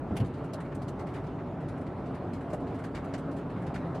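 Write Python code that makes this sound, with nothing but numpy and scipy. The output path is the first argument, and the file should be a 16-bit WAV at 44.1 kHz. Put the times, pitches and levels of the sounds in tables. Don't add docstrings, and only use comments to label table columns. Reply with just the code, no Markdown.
import sys
import numpy as np
from scipy import signal
from scipy.fft import rfft, irfft
from scipy.io import wavfile
from scipy.ndimage import uniform_filter1d

SR = 44100
rng = np.random.default_rng(int(sys.argv[2]) if len(sys.argv) > 2 else 0)


def int16_out(signal):
    q = np.round(np.clip(np.atleast_2d(signal).T, -1, 1) * 32767)
    wavfile.write(sys.argv[1], SR, q.astype(np.int16))


N = 176400
HIT_SAMPLES = 16384

# frequency_hz, density_db
ROAD_COLOUR = [(20, -32), (31, -24), (40, -17.5), (51, -4), (64, -14), (85, -5), (110, -1.5), (126, -4),
               (170, -1), (208, -7), (255, -3.5), (320, -6.5), (400, -8), (500, -13.5), (600, -12),
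               (800, -15), (1300, -23), (1700, -30.5), (2800, -41), (4000, -48.5), (6000, -58.5),
               (10500, -62), (13000, -69), (16000, -76)]
# time_s, rumble_db, roar_db
ROAD_RIDES = [(0, -0.5, 1), (.6, -0.7, -0.6), (1.2, -0.2, 0.5), (1.8, 0, 0.1), (2.4, 0, 0.4),
              (2.9, 0.3, 1.5), (3.4, 0.3, 1.5), (4, 0.4, 2.5)]
# frequency_hz, side_minus_mid_db
CABIN_WIDTH = [(25, -47), (85, -64), (180, -23), (350, -18), (700, -16), (1400, -14.5), (2800, -10),
               (5600, -6.5), (11000, 0)]
# frequency_hz, left_minus_right_db
ROAD_BALANCE = [(70, 0), (130, .4), (250, -.1), (600, -1), (1200, -.3), (2400, -.2), (5000, .4)]
# time_s, fundamental_db, octave_db
HUM_RIDES = [(0, -48.5, -51.5), (.8, -43.5, -49), (1.3, -52.5, -46.5), (2.1, -45.5, -49), (2.7, -57, -45),
             (3.3, -48, -45), (4, -46.5, -52)]
# time_s, level_db
BOOM_SWELL = [(0, -64), (1.3, -68), (2.4, -52), (3.1, -50), (3.8, -41.5), (4, -45)]
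# pitch_hz, bandwidth_hz, level_db
PANEL_MODES = [(580.7, 37, -57), (678, 49, -60), (1325, 43, -65)]
# start_s, level_db, hold_s, t60_s
THUD_CUES = [(0.103, -27, 0.016, .14), (0.194, -29.5, 0.04, 0.18)]
# frequency_hz, density_db
THUD_COLOUR = [(30, -30), (65, -7), (100, 0), (135, -2), (180, 0), (215, -6), (260, -4), (320, -12),
               (400, -13), (700, -23), (1500, -37), (4000, -62), (12000, -95)]
# start_s, ring_db, ring_pitch_hz, click_db, fizz_db, t60_s
RATTLE_CUES = [(0.153, -59, 2200, -61, -68, .08), (.241, -58, 2520, -63, -69, .14),
               (0.254, -65, 2520, -68, -70, .15), (.335, -67, 2200, -65, -74, .2),
               (.372, -68, 2200, -75, -77, 0.15), (.438, -78, 2200, -67.5, -69, .13),
               (0.53, -60, 2400, -51, -55, 0.074), (0.6, -51, 1900, -62, -63.5, 0.091),
               (.645, -58, 2200, -74, -76, 0.27), (0.716, -48.5, 1870, -69, -84, 0.083),
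               (0.745, -74, 3000, -65, -61, 0.078), (.815, -66, 2800, -61, -66, 0.11),
               (0.878, -55, 2400, -56, -59.5, 0.079), (.99, -51.5, 2000, -60, -66, 0.13),
               (1.063, -52, 1970, -64.5, -71, 0.25), (1.135, -51.5, 2290, -62.5, -67, 0.19),
               (1.152, -52, 2300, -63, -72, .16), (1.235, -55.5, 2200, -70, -77, .15),
               (1.262, -60, 2200, -63.5, -76, 0.083), (1.384, -51.5, 2170, -76, -88, 0.13),
               (1.602, -58, 2200, -75, -76, .2), (1.68, -56, 2200, -61.5, -66, 0.12),
               (1.771, -56.5, 2200, -73, -73, .17), (1.806, -60, 2200, -74, -72, 0.14),
               (1.861, -56, 2200, -66.5, -77, 0.1), (2.054, -63, 2200, -67, -74, 0.13),
               (2.142, -58, 2200, -66, -69, 0.15), (2.33, -57, 2200, -59.5, -65.5, 0.16),
               (2.404, -54, 2100, -73, -72.5, .22), (2.496, -63, 2200, -66, -70, 0.26),
               (2.528, -60, 1900, -59.5, -57.5, 0.086), (2.597, -71, 2200, -77, -72.5, 0.11),
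               (2.665, -59, 2400, -64.5, -76, 0.24), (2.741, -59, 2200, -65, -70, .17),
               (2.785, -54, 2100, -68, -69, 0.12), (2.835, -51.5, 2110, -58, -61.5, .13),
               (2.945, -48, 2160, -53, -62.5, 0.13), (2.96, -44.5, 1900, -60.5, -78, 0.16),
               (3.04, -53.5, 2220, -66, -69, 0.091), (3.134, -45, 2190, -50.5, -60, 0.094),
               (3.176, -57, 2200, -63, -63, 0.11), (3.308, -65, 2200, -64, -70, 0.17),
               (3.361, -60, 2200, -66, -66, .14), (3.377, -110, 2200, -68, -74, 0.091),
               (3.496, -54.5, 2200, -69, -74, 0.14), (3.559, -52, 1990, -72, -79, 0.36),
               (3.614, -56, 2200, -71, -69, 0.13), (3.661, -50, 2100, -62, -69, 0.13),
               (3.739, -48, 2200, -57.5, -61.5, 0.1), (3.7539, -41.5, 2220, -58, -70, 0.076),
               (3.774, -54, 2140, -69, -75, 0.12), (3.861, -67, 2200, -80, -79, .1),
               (3.943, -56, 2240, -60, -69.5, 0.16)]
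# pitch_multiple, density_db
RING_COLOUR = [(.15, -9), (.45, -5), (.75, -2.5), (.9, -4.5), (1, -4.5), (1.1, -6.5), (1.3, -15),
               (1.8, -20.5), (4, -60)]
# frequency_hz, density_db
CLICK_COLOUR = [(1500, -36), (2800, 7), (3500, -0.5), (4250, 3), (5200, -1.5), (6600, -6), (8000, -8.5),
                (12000, -58)]
# frequency_hz, density_db
FIZZ_COLOUR = [(3500, -43), (6000, -3.5), (7500, -0.5), (9000, 0), (10700, -1), (12000, -7), (14000, -16),
               (16000, -17)]
# frequency_hz, side_minus_mid_db
FITTING_WIDTH = [(500, -20), (2500, -10), (5000, -5), (8000, -3.5), (12000, 4)]
# start_s, ring_db, crack_db, t60_s
CLACK_CUES = [(0.1652, -47, -44.5, 0.091), (0.1987, -48.5, -55.5, 0.091)]
# frequency_hz, density_db
PLASTIC_COLOUR = [(900, -22), (1600, -7), (1900, -10), (2130, -1), (2350, -6), (2620, -1), (2960, 1),
                  (3250, -5.5), (3900, -19), (4300, -8), (4900, -20), (8000, -45)]
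# frequency_hz, density_db
CRACK_COLOUR = [(1000, -12), (2800, 8), (3800, -4), (5500, -4.5), (7500, -7.5), (10800, -3), (12400, -8),
                (14000, -16), (16000, -21)]
# start_s, level_db
KNOCK_CUES = [(0.533, -42), (2.529, -32), (3.136, -38), (3.283, -40), (3.947, -41)]
# frequency_hz, density_db
KNOCK_COLOUR = [(150, -33), (290, -6), (410, 2), (520, 0), (610, 2), (780, -5), (920, -15), (1150, -12),
                (1500, -21), (2500, -34), (6000, -52), (14000, -85)]


def amp(db):
    return 10 ** (np.asarray(db) / 20)


def unit(x):
    return x / np.sqrt(np.mean(x ** 2) + 1e-20)


def curve_at(points, hz):
    point_hz, value = np.transpose(points)
    return np.interp(np.log(hz + 1), np.log(point_hz + 1), value)


def add(mix, start_s, sound):
    part = mix[:, max(round(start_s * SR), 0):][:, :sound.shape[1]]
    part += sound[:, :part.shape[1]]


def drift(rate_hz, size=N):
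    hz = np.fft.rfftfreq(size, 1 / SR)
    lowpass = np.exp(-(hz / rate_hz) ** 2) * (hz > 0)
    return unit(irfft(rfft(rng.standard_normal(size)) * lowpass, size))


def noise(colour, width, size=HIT_SAMPLES):
    hz = np.fft.rfftfreq(size, 1 / SR)
    mid, side = rfft(rng.standard_normal((2, size))) * amp(curve_at(colour, hz))
    spread = amp(curve_at(width, hz))
    left_right = np.array([mid + spread * side, mid - spread * side]) / np.sqrt(1 + spread ** 2)
    return unit(irfft(left_right, size))


def ringing(pitch_hz, bandwidth_hz):
    phase = 2 * np.pi * pitch_hz * np.arange(N) / SR
    return unit(drift(bandwidth_hz / 2) * np.cos(phase) + drift(bandwidth_hz / 2) * np.sin(phase))


def hit_envelope(rise_s, hold_s, t60_s):
    t = np.arange(HIT_SAMPLES) / SR
    swell = np.sin(np.pi / 2 * np.minimum(t / rise_s, 1)) ** 2
    return swell * amp(-60 * np.maximum(t - rise_s - hold_s, 0) / t60_s)


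def uneven(x, depth_db=2.6, step_hz=220):
    hz = np.fft.rfftfreq(HIT_SAMPLES, 1 / SR)
    knots_hz = np.arange(0, SR / 2, step_hz)
    ripple_db = np.interp(hz, knots_hz, depth_db * rng.standard_normal(len(knots_hz)))
    return unit(irfft(rfft(x) * amp(ripple_db)))


def tyres_and_wind(level_db=-36.5, crossover_hz=600, patch_db=2, flutter_db=0.85):
    frames = dict(fs=SR, nperseg=1024, noverlap=768)
    hz, t, bed = signal.stft(noise(ROAD_COLOUR, CABIN_WIDTH, N), **frames)
    patches = uniform_filter1d(rng.standard_normal(bed.shape[1:]), size=14, axis=0)
    patches = unit(uniform_filter1d(patches, size=10, axis=1))
    flutter = drift(rate_hz=17)[np.minimum((t * SR).astype(int), N - 1)]
    time_s, rumble_ride, roar_ride = np.transpose(ROAD_RIDES)
    rumble_db = np.interp(t, time_s, rumble_ride)
    roar_db = np.interp(t, time_s, roar_ride) + patch_db * patches - flutter_db * flutter
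    roar_share = (hz ** 2 / (hz ** 2 + crossover_hz ** 2))[:, None]
    ride_db = (1 - roar_share) * rumble_db + roar_share * roar_db
    lean_db = np.array([.5, -.5])[:, None, None] * curve_at(ROAD_BALANCE, hz)[:, None]
    _, out = signal.istft(bed * amp(level_db + ride_db + lean_db), **frames)
    return out[:, :N]


def drive_hum(pitch_hz=136.5, pitch_wander=0.012, waver_db=1.5):
    t = np.arange(N) / SR
    cycles = np.cumsum(pitch_hz * (1 + pitch_wander * drift(rate_hz=8.9))) / SR
    tone = unit(amp(waver_db * drift(rate_hz=6.5)) * np.sin(2 * np.pi * cycles))
    octave = ringing(2 * pitch_hz, bandwidth_hz=24)
    time_s, tone_db, octave_db = np.transpose(HUM_RIDES)
    return amp(np.interp(t, time_s, tone_db)) * tone + amp(np.interp(t, time_s, octave_db)) * octave


def cabin_boom():
    swell_db = np.interp(np.arange(N) / SR, *np.transpose(BOOM_SWELL))
    return amp(swell_db) * ringing(pitch_hz=168, bandwidth_hz=23)


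def singing_panels():
    return sum(amp(db) * ringing(pitch_hz, bandwidth_hz) for pitch_hz, bandwidth_hz, db in PANEL_MODES)


def wheel_thuds(rise_s=0.0077):
    out = np.zeros((2, N))
    for start_s, level_db, hold_s, t60_s in THUD_CUES:
        thud = noise(THUD_COLOUR, CABIN_WIDTH) * hit_envelope(rise_s, hold_s, t60_s)
        add(out, start_s, amp(level_db) * thud)
    return out


def fitting_rattles(rise_s=.007, hold_s=.005, grain_db=1):
    out = np.zeros((2, N))
    for start_s, ring_db, ring_pitch_hz, click_db, fizz_db, t60_s in RATTLE_CUES:
        ring_colour = [(ring_pitch_hz * multiple, db) for multiple, db in RING_COLOUR]
        layers = [(ring_colour, ring_db), (CLICK_COLOUR, click_db), (FIZZ_COLOUR, fizz_db)]
        rattle = sum(amp(db) * uneven(noise(colour, FITTING_WIDTH)) for colour, db in layers)
        grain = unit(amp(grain_db * drift(rate_hz=500, size=HIT_SAMPLES)))
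        add(out, start_s, rattle * grain * hit_envelope(rise_s, hold_s, t60_s))
    return out


def plastic_clacks(rise_s=.002, hold_s=.006):
    out = np.zeros((2, N))
    for start_s, ring_db, crack_db, t60_s in CLACK_CUES:
        ring = amp(ring_db) * noise(PLASTIC_COLOUR, FITTING_WIDTH)
        crack = amp(crack_db) * noise(CRACK_COLOUR, FITTING_WIDTH)
        add(out, start_s, (ring + crack) * hit_envelope(rise_s, hold_s, t60_s))
    return out


def panel_knocks():
    out = np.zeros((2, N))
    envelope = hit_envelope(rise_s=.003, hold_s=.016, t60_s=.05)
    for start_s, level_db in KNOCK_CUES:
        add(out, start_s, amp(level_db) * noise(KNOCK_COLOUR, CABIN_WIDTH) * envelope)
    return out


def scene():
    bed = tyres_and_wind() + drive_hum() + cabin_boom() + singing_panels()
    return bed + wheel_thuds() + fitting_rattles() + plastic_clacks() + panel_knocks()


def record(dry):
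    high_cut = signal.firwin(511, 15700, window=("kaiser", 9), fs=SR)
    return signal.oaconvolve(dry, high_cut[None], "same")


dry = scene()
out = record(dry)
int16_out(out)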